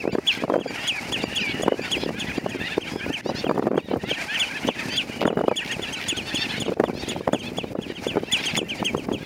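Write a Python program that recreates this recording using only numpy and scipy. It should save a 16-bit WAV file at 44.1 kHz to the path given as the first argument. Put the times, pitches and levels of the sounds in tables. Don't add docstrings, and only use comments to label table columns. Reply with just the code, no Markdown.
import sys
import numpy as np
from scipy import signal
from scipy.fft import rfft, irfft, next_fast_len
from scipy.io import wavfile
from scipy.ndimage import uniform_filter1d

SR = 44100
rng = np.random.default_rng(int(sys.argv[2]) if len(sys.argv) > 2 else 0)


def generate_wav(sig):
    pcm = np.round(np.clip(np.atleast_2d(sig).T, -1, 1) * 32767).astype(np.int16)
    wavfile.write(sys.argv[1], SR, pcm)


def linear_from_db(decibels):
    return 10 ** (np.asarray(decibels, float) / 20)


N = 407925


def evened(x):
    return x / np.sqrt(np.mean(x ** 2) + 1e-20)


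def read(points, hz):
    f, value = np.transpose(points)
    return np.interp(np.log(hz + 1), np.log(f + 1), value)


def add(mix, s, sound):
    part = mix[max(round(s * SR), 0):][:len(sound)]
    part += sound[:len(part)]


def colour(x, points):
    size = next_fast_len(len(x))
    gain = linear_from_db(read(points, np.fft.rfftfreq(size, 1 / SR)))
    return irfft(rfft(x, size) * gain, size)[:len(x)]


def drift(size, span):
    return evened(uniform_filter1d(uniform_filter1d(rng.standard_normal(size), span), span))


def eddies():
    # t/s, peak level/dB
    singles = [(.078, -8), (.153, -8), (.5, -7), (.522, -11), (.565, -8.5), (1.24, -10.5), (1.682, -4.5),
               (1.723, -6), (2.781, -7), (3.513, -7), (3.596, -7.5), (3.67, -6.5), (3.716, -9), (3.779, -7.5),
               (3.941, -10), (4.677, -15), (4.689, -7), (5.255, -8), (5.278, -8), (5.414, -9), (5.483, -3.5),
               (5.515, -9), (6.8, -3), (6.811, -15), (6.84, -6.5), (7.278, -4.5), (7.334, -5.5),
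               (7.347, -9.5), (8.171, -7), (8.949, -9.5),
               (0.042, -16), (0.055, -11.5), (.186, -12.5), (0.439, -12.5), (.612, -16.5), (.662, -14.5),
             (1.125, -17.5), (2.036, -13), (2.382, -11), (2.464, -10.5), (2.96, -14.5), (3.104, -14.5),
             (3.263, -11.5), (3.293, -13), (4.04, -15), (4.116, -14.5), (5.796, -15), (6.683, -13.5),
             (6.898, -13), (7.164, -16.5), (7.29, -9), (7.586, -12), (7.643, -15), (7.754, -14),
             (7.79, -14), (8.069, -11), (8.235, -14), (8.578, -11.5), (8.828, -12), (1.743, -16.5),
             (6.772, -20), (6.883, -20), (6.933, -20), (7.21, -17.5), (.093, -20.5), (.132, -19),
             (.424, -17.5), (.448, -18), (.58, -13), (.59, -15), (2.936, -19), (0.708, -22), (1.102, -26),
             (1.499, -21), (1.664, -10.5), (1.796, -15.5), (1.98, -21), (2.55, -17.5), (2.56, -17),
             (3.064, -16), (3.444, -12), (3.468, -12.5), (3.496, -9.5), (3.579, -12.5), (3.887, -21),
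             (3.967, -17.5), (5.33, -13), (5.44, -13), (6.129, -18.5), (6.582, -18.5), (7.118, -19.5),
             (7.52, -20.5), (7.902, -19.5), (8.979, -17.5)]
    # t/s, length/s, peak level/dB
    flurries = [(0.481, .03, -16), (0.541, .03, -9.5), (1.611, .035, -13.5), (2.064, .045, -14.5),
                (3.299, .035, -17), (3.546, .04, -18.5), (3.626, .135, -14), (3.915, .055, -15),
                (5.217, .03, -13.5), (5.305, .01, -11.5), (5.374, .04, -13), (6.664, .06, -16.5),
                (8.159, .035, -10.5), (8.59, .06, -15.5), (9.089, .075, -16)]
    gap_s, scatter, spread_db = .02, .4, 2.
    rows = singles
    order = np.arange(8)
    for (s, length, db), (late, loud) in zip(flurries, rng.standard_normal((len(flurries), 2, 8))):
        after = gap_s * (order + scatter * np.clip(late, -1, 1) * (order > 0))
        rows = rows + [(s + a, db + spread_db * b) for a, b in zip(after, loud) if a < length]
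    return rows


def gustiness(pops):
    train = np.zeros(N)
    train[(np.transpose(pops)[0] * SR).astype(int)] = SR / 14
    smooth = uniform_filter1d(uniform_filter1d(train, SR // 7), SR // 14)
    return np.minimum(smooth, 1)


def wind(pops, ride_db):
    # t/s, level/dB
    breeze = [(0.0, -42.5), (0.15, -40.5), (1.05, -40.5), (1.3, -36), (1.9, -37), (2.42, -35),
              (2.78, -39.5), (3.68, -35), (4.4, -42), (4.8, -36.5), (5.309, -37.5), (6.34, -37.5),
              (6.83, -36.5), (8.32, -37.5), (9.25, -35.5)]
    # f/Hz, level/dB
    rumble = [(20, -40), (40, -10.5), (93, -5), (250, 0.5), (600, -11.5), (1200, -30), (3000, -55),
              (15000, -43.5)]
    # f/Hz, level/dB
    gust = [(30, -29), (100, -14), (206, 0.5), (458, 1), (1000, -15.5), (1890, -30.5), (3000, -47.5),
            (8000, -65.5), (15000, -74)]
    ride = .75
    strength_db = np.interp(np.arange(N) / SR, *np.transpose(breeze)) + 6.3 * gustiness(pops)
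    lumpy_noise = rng.standard_normal(N) * linear_from_db(5.2 * drift(N, 200))
    mix = linear_from_db(strength_db + .5) * evened(colour(lumpy_noise, rumble))
    t = np.arange(-.02, .03, 1 / SR)
    wake = np.exp(-(t / np.where(t < 0, .005, .012)) ** 2)
    shape = np.exp(-(t / .0013) ** 2) + .28 * wake
    fade = signal.windows.tukey(len(t), .2)
    for s, db in pops:
        tilt = .36 * (db + 15)
        tilted = [(f, level + tilt * np.log2(f / 450)) for f, level in gust]
        pop = colour(shape * rng.standard_normal(len(t)), tilted)
        peak = linear_from_db(db - .05 - ride * ride_db[round(s * SR)])
        add(mix, s + t[0], peak * pop / abs(pop).max() * fade)
    return mix * linear_from_db(ride * ride_db)


def gain_db(pops):
    # t/s, gain lost/dB
    shoves = [(.091, 6.5), (.167, 6), (.195, 9.5), (.455, 15.5), (.568, 20.5), (2.1, 13.5), (2.788, 8),
              (2.956, 10.5), (3.103, 11.5), (3.212, 18.5), (3.455, 9.5), (3.689, 22.5), (3.808, 17.5),
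              (3.944, 14.5), (5.293, 19), (5.421, 6), (6.633, 10), (6.743, 21.5), (6.919, 10),
              (7.135, 10.5), (7.198, 13), (7.649, 8.5), (7.734, 18), (7.84, 8.5), (7.925, 10.5),
              (8.247, 12.5), (8.596, 18.5), (8.987, 4), (9.057, 10.5), (9.154, 2)]
    trip_db, squeeze, react_s, recover_db_per_s = -24, .71, .0047, 114.5
    lost = np.zeros(N)
    drops = [(s + react_s, squeeze * (db - trip_db)) for s, db in pops]
    for s, db in [*shoves, *drops]:
        lost[round(s * SR)] = db
    climb = np.arange(N) * recover_db_per_s / SR
    return -uniform_filter1d(np.maximum.accumulate(lost + climb) - climb, size=120)


def shore(x, t60=.25):
    t = np.arange(SR // 3) / SR
    sparse = rng.standard_normal(len(t)) * (rng.random(len(t)) < .05)
    taps = sparse * linear_from_db(-60 * t / t60) * (t > .004)
    return signal.oaconvolve(x, taps / np.linalg.norm(taps))[:N]


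def gull(s, rise, first_hz, top_hz, db, throat_hz, rough=.2):
    # f/Hz, level/dB
    throat = [(800, -7), (1400, -3), (2400, 0), (5300, -3), (7000, -10), (10000, -26), (13000, -50)]
    onset_s, fall_s, fall_to = .012, .0181, .7
    end = rise + fall_s
    t = np.arange(-onset_s, end, 1 / SR)
    hz = np.interp(t, [-onset_s, 0, rise, rise + fall_s / 3, end],
                   [.88 * first_hz, first_hz, top_hz, top_hz * .97, fall_to * top_hz])
    hz = uniform_filter1d(hz, 350, mode="nearest") * (1 + .004 * drift(len(t), 300))
    k = np.arange(1, 12)[:, None]
    near_db = np.maximum(-7 * ((k * hz / throat_hz - 1) / .4) ** 2, -27)
    levels = linear_from_db(read(throat, k * top_hz) + near_db + 1.8 * rng.standard_normal(k.shape))
    turns = k * np.cumsum(hz) / SR + rng.random(k.shape)
    cry = evened((levels * np.sin(2 * np.pi * turns)).sum(0))
    cry = cry * (1 + rough * drift(len(t), 40)) * linear_from_db(1.5 * drift(len(t), 500))
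    effort_db = np.interp(t, [-onset_s, 0, rise, end], [-18, -5, 1.5, -7])
    return s + t[0], linear_from_db(db + effort_db) * cry * signal.windows.tukey(len(t), .15)


def colony(count=360):
    # f/Hz, level/dB
    blur_curve = [(400, -8), (820, 3), (1160, -6.5), (1630, -4.5), (2480, 0), (3310, -12.5), (4780, -7),
                  (7000, -14.5), (10000, -20), (16000, -32)]
    mix = np.zeros(N)
    for when, long, high, climb, near, deep, tern in rng.random((count, 7)):
        hz = (640 + 320 * high) * (2 if tern > .8 else 1)
        rise = .008 + .035 * long ** 2
        top_hz = hz * (.94 + .22 * climb)
        throat_hz = 1900 + 1700 * deep ** 2
        add(mix, *gull(when * N / SR, rise, hz, top_hz, 4 * near, throat_hz, .15 + .3 * long))
    cries = evened(mix + linear_from_db(-11) * shore(mix, .2))
    blur = evened(colour(rng.standard_normal(N), blur_curve)) * linear_from_db(2.5 * drift(N, 700))
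    return linear_from_db(-42) * (cries + linear_from_db(-1.5) * blur)


def slur(rows):
    s, hz, db = np.transpose(rows)
    t = np.arange(s[0], s[-1], 1 / SR)
    turn = 2 * np.pi * np.cumsum(uniform_filter1d(np.interp(t, s, hz), 200)) / SR
    tone = np.sin(turn) + linear_from_db(-17) * np.sin(2 * turn)
    level = linear_from_db(np.interp(t, s, db) + 1.7 * drift(len(t), 80))
    return s[0], level * tone * signal.windows.tukey(len(t), .15)


def buzzes(pops):
    # f/Hz, level/dB
    buzz_curve = [(2400, -4), (4800, 4), (9600, 0), (14400, -9)]
    t = np.arange(0, .004, 1 / SR)
    mix = np.zeros(N)
    lines = 2400 * np.arange(1, 7)[:, None]
    fade = signal.windows.tukey(len(t), .6)
    for (s, db), (late, loud, *phases) in zip(pops, rng.random((150, 8))):
        waves = np.sin(2 * np.pi * (lines * t + np.c_[phases]))
        buzz = (linear_from_db(read(buzz_curve, lines)) * waves).sum(0)
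        add(mix, s + .013 * late, linear_from_db(-72 + 26 * loud ** 2) * buzz * fade)
    return mix


def kip(s, db):
    t = np.arange(0, .055, 1 / SR)
    hz = 2384 * np.interp(t, [0, .006, .03, .055], [.85, 1, .98, .9])
    turn = 2 * np.pi * np.cumsum(hz) / SR
    tone = np.sin(turn) + np.sin(2 * turn) + linear_from_db(-10) * np.sin(3 * turn)
    effort_db = np.interp(t, [0, .008, .03, .055], [31, 26, 18, 5.4])
    return s, linear_from_db(db + effort_db) * tone * signal.windows.tukey(len(t), .2)


def peep(s, top_hz, db, over_db):
    # t/s from its highest pitch, pitch factor, tone level/dB, overtone level/dB
    course = [
        (-.016, .7, -11, -28),
        (-.009, .93, -3.5, 4.5),
        (-.006, .985, -1.5, 0.5),
        (0, 1, 1, 6),
        (.006, .965, 5, -0.5),
        (.014, .86, 2, -16),
        (0.025, .77, 0, -22),
        (.042, .68, -8.5, -53),
        (.056, .66, -26, -65),
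    ]
    late_s = .003
    when, *columns = np.transpose(course)
    t = np.arange(when[0], when[-1], 1 / SR)
    factor, tone_db, bright_db = (uniform_filter1d(np.interp(t, when, c), 120) for c in columns)
    turn = 2 * np.pi * np.cumsum(top_hz * factor) / SR
    third = linear_from_db(-9 - .76 * bright_db) * np.sin(3 * turn)
    overtones = np.sin(2 * turn) + third + linear_from_db(-21) * np.sin(4 * turn)
    halves = linear_from_db(-5) * np.sin(turn * 3 / 2) + np.sin(turn * 5 / 2)
    halves = linear_from_db(-3) * halves * np.exp(-((t + .007) / .005) ** 2)
    breath = np.diff(uniform_filter1d(rng.standard_normal(len(t) + 1), 5))
    breath = breath * np.exp(-((t + .016) / .003) ** 2)
    flutter = linear_from_db(1.4 * drift(len(t), 60))
    sound = linear_from_db(tone_db) * np.sin(turn) + linear_from_db(over_db + bright_db) * (overtones + halves)
    sound = sound + linear_from_db(-6) * breath
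    return s + when[0] + late_s, linear_from_db(db + 5) * flutter * sound


def rasp(s, length, per_s, db):
    # f/Hz, level/dB
    scrape = [(1400, -20), (2100, -1), (2800, -1.5), (3400, -8), (5000, -13.5), (8000, -30.5)]
    t = np.arange(0, length, 1 / SR)
    pulses = np.exp(-((per_s * t + .08 * drift(len(t), 300)) % 1) / .35)
    sound = evened(colour(pulses * rng.standard_normal(len(t)), scrape))
    return s, linear_from_db(db) * sound * signal.windows.tukey(len(t), .4)


def trill(s, length, first_hz, last_hz, per_s, db):
    t = np.arange(0, length, 1 / SR)
    notes = np.clip(np.sin(2 * np.pi * per_s * t) + .3, 0, 1)
    turn = 2 * np.pi * np.cumsum(np.linspace(first_hz, last_hz, len(t))) / SR
    return s, linear_from_db(db + 2 * drift(len(t), 900)) * notes * np.sin(turn) * signal.windows.tukey(len(t), .2)


def near_birds():
    # t/s, f/Hz, level/dB
    slurs = [
        [(0, 2800, -25.5), (.035, 2046, -41.5), (.1, 2740, -35.5), (.125, 2360, -43)],
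        [(.43, 2350, -45), (.455, 2300, -46), (.485, 1980, -44)],
        [(.505, 3150, -42), (.525, 3280, -46), (.56, 3080, -43), (.6, 3300, -45)],
        [(1.825, 2500, -38), (1.845, 2342, -34), (1.87, 1970, -38)],
        [(1.4, 3250, -26), (1.425, 2480, -25), (1.47, 2290, -28), (1.54, 2204, -30)],
        [(5.49, 2580, -27), (5.51, 2400, -37), (5.555, 2240, -34)],
        [(6.415, 3150, -29), (6.43, 3215, -37), (6.465, 2400, -25.5)],
        [(2.865, 2214, -31), (2.877, 2470, -37), (2.928, 1510, -45)],
        [(2.8, 2230, -42), (2.814, 2750, -40), (2.85, 2050, -44)],
        [(2.51, 2260, -40), (2.525, 2560, -32), (2.562, 2140, -50)],
        [(2.6, 1575, -43), (2.65, 1950, -29), (2.69, 2130, -38)],
        [(4.78, 1870, -44), (4.797, 2460, -28.5), (4.835, 1800, -38)],
        [(4.445, 2800, -43), (4.47, 3060, -32), (4.492, 2800, -36)],
        [(6.225, 2420, -49), (6.315, 2738, -53), (6.33, 2400, -46)],
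        [(.925, 2590, -32), (.97, 2400, -32), (1.0, 2140, -24)],
        [(8.24, 2490, -53), (8.285, 2730, -32), (8.3, 2560, -34)],
        [(8.27, 1539, -49), (8.32, 2103, -27), (8.337, 1786, -40)],
    ]
    # t/s, level/dB
    kips = [
        (.118, -64),
        (.675, -59.5),
        (1.228, -59),
        (1.814, -63.5),
        (2.368, -66),
        (3.49, -69),
        (8.768, -69),
    ]
    # t/s of highest pitch, highest f/Hz, level/dB, overtone level/dB
    peeps = [(0.279, 3450, -23, -21), (1.131, 3450, -29, -13), (1.365, 3434, -29, -12),
             (1.628, 3450, -38.5, -1), (1.923, 3430, -28, -11.5), (2.202, 3440, -36.5, -7),
             (4.403, 3500, -26.5, -11.5), (4.975, 3460, -27, -15.5), (5.274, 3500, -36.5, -7.5),
             (5.571, 3480, -29, -9), (5.827, 3510, -35.5, -13.5), (6.091, 3490, -30, -4),
             (6.354, 3430, -32, -8), (6.608, 3520, -36, -4.5), (6.656, 3310, -42, -10),
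             (6.852, 3575, -43, -15), (7.094, 3510, -37, -4), (7.337, 3480, -34, -6.5),
             (7.581, 3440, -35, -13.5), (7.824, 3420, -40.5, -13), (8.08, 3484, -32, -13),
             (8.328, 3513, -23.5, -9.5), (8.577, 3487, -27.5, -6.5), (9.133, 3380, -38.5, -11),
             (.607, 3380, -38.5, -15), (0.882, 3407, -27.5, -11), (2.499, 3400, -45.5, -3.5),
                 (2.817, 3240, -38.5, -16), (3.136, 3192, -30.5, -16), (3.454, 3270, -37.5, -34),
                 (3.774, 3350, -40.5, -13), (4.107, 3270, -30, -20.5), (4.139, 3367, -40, -14),
                 (4.351, 3140, -32, -18), (4.678, 3150, -34, -12), (4.684, 3490, -33.5, -28),
                 (5.722, 3350, -37, -6.5), (5.935, 3260, -36.5, -7), (6.176, 3320, -35, -9),
                 (7.399, 3250, -42, -8.5), (7.957, 3280, -41, -19), (8.464, 3300, -31, -8),
                 (8.697, 3196, -31, -17), (8.856, 3274, -27, -10), (8.976, 3284, -41.5, -5.5)]
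    # t/s, length/s, pulses per s, level/dB
    rasps = [(.305, 0.057, 90, -35), (6, .055, 77, -33.5), (5.63, .07, 65, -37), (5.2, .045, 120, -31),
             (8.54, 0.0417, 77, -29), (8.42, .04, 110, -33), (7.1, .05, 90, -36)]
    # t/s, length/s, first f/Hz, last f/Hz, notes per s, level/dB
    trills = [
        (1.157, 0.63, 2730, 2960, 63, -32.5),
        (2.655, 0.128, 3650, 3620, 44, -38),
        (5.068, 0.49, 2875, 2950, 49, -39.5),
    ]
    # t/s, length of the rise/s, top f/Hz, level/dB
    wails = [(1.975, .075, 1730, -39), (2.898, 0.096, 1720, -43.5), (6.225, 0.068, 1515, -43),
             (6.376, 0.054, 910, -29), (0.8, .065, 1670, -42.5), (4.906, 0.053, 1600, -33),
             (8.428, .012, 1835, -34), (8.476, .024, 1610, -36.5), (10, .012, 1840, -29.5),
             (.635, .055, 1680, -47)]
    mutters = [(1.76, 0.043, 880, -39), (2.13, 0.051, 848, -37), (2.293, 0.013, 840, -28.5),
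               (4.42, 0.019, 810, -36), (4.495, 0.019, 820, -34), (2.96, 0.029, 827, -42),
               (3.0, .045, 846, -31), (3.08, .048, 928, -35.5), (4.04, 0.09, 795, -38.5),
               (4.19, .025, 830, -31), (4.285, 0.066, 931, -29.5), (4.535, 0.029, 888, -31),
               (5.612, .012, 980, -36), (5.697, 0.016, 961, -26.5), (5.98, 0.083, 828, -42)]
    yaps = [(2.205, .02, 865, -37), (2.33, 0.032, 930, -37), (2.602, .017, 920, -36),
            (2.652, .022, 950, -34.5), (2.7, 0.033, 905, -33), (2.865, .012, 815, -35),
            (5.845, .05, 930, -39), (8.385, .014, 845, -32)]
    yelps = [(1.489, 0.024, 864, -34.5), (2.021, 0.0086, 860, -31.5), (4.19, 0.011, 918, -47),
             (6.495, 0.013, 878, -31), (6.565, 0.015, 770, -34.5), (6.648, 0.0099, 748, -39),
             (7.185, .035, 930, -50), (7.07, 0.034, 963, -42), (7.43, .048, 885, -37.5)]
    shrieks = [
        (6.945, .065, 940, -40),
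        (1.375, 0.051, 1022, -39),
        (3.239, 0.063, 1003, -37),
        (3.355, 0.042, 916, -33),
        (.312, 0.018, 1100, -38),
    ]
    mix = np.zeros(N)
    for voice, rows in ((peep, peeps), (kip, kips), (trill, trills), (rasp, rasps)):
        for row in rows:
            add(mix, *voice(*row))
    for s, rise, top_hz, db in wails:
        add(mix, *gull(s, rise, top_hz * .95, top_hz, db, 4140))
    for rows, throat_hz in ((mutters, 2070), (yaps, 2500), (yelps, 3150), (shrieks, 4700)):
        for s, rise, top_hz, db in rows:
            first_hz = top_hz * (.93 - 1.2 * rise)
            add(mix, *gull(s, rise, first_hz, top_hz, db, throat_hz))
    for rows in slurs:
        add(mix, *slur(rows))
    return mix + linear_from_db(-16) * shore(mix, .13)


def scene():
    # t/s, level/dB
    clamour = [(0, 1), (.35, 2.5), (0.799, 6.5), (1.5, 5), (2.0, 6.5), (2.5, 2.5), (3.049, 5.5), (3.4, 2),
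               (3.7, 1.5), (4.2, 6), (5.0, 6.5), (5.3, -1.5), (5.749, 2.5), (6.4, 6), (7.0, 3), (7.7, -2.5),
               (8.5, 8), (9.25, -4.5)]
    pops = eddies()
    ride_db = gain_db(pops)
    clamour_db = np.interp(np.arange(N) / SR, *np.transpose(clamour))
    far = colony() * linear_from_db(ride_db + clamour_db)
    near = (near_birds() + buzzes(pops)) * linear_from_db(.55 * ride_db + 1.5)
    return (near + far + wind(pops, ride_db))[None]


def top_cut(x):
    return signal.sosfilt(signal.butter(12, 16490, fs=SR, output="sos"), x)


def record(dry):
    no_bass = signal.sosfilt(signal.butter(2, 45, "high", fs=SR, output="sos"), dry)
    b, a = signal.iirnotch(7810, 40., SR)
    notched = signal.lfilter(b, a, no_bass)
    edge = signal.firwin(401, 15850, window=("kaiser", 8), fs=SR)
    finished = signal.oaconvolve(notched, edge[None], "same")
    return top_cut(finished)


dry = scene()
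out = record(dry)
generate_wav(out)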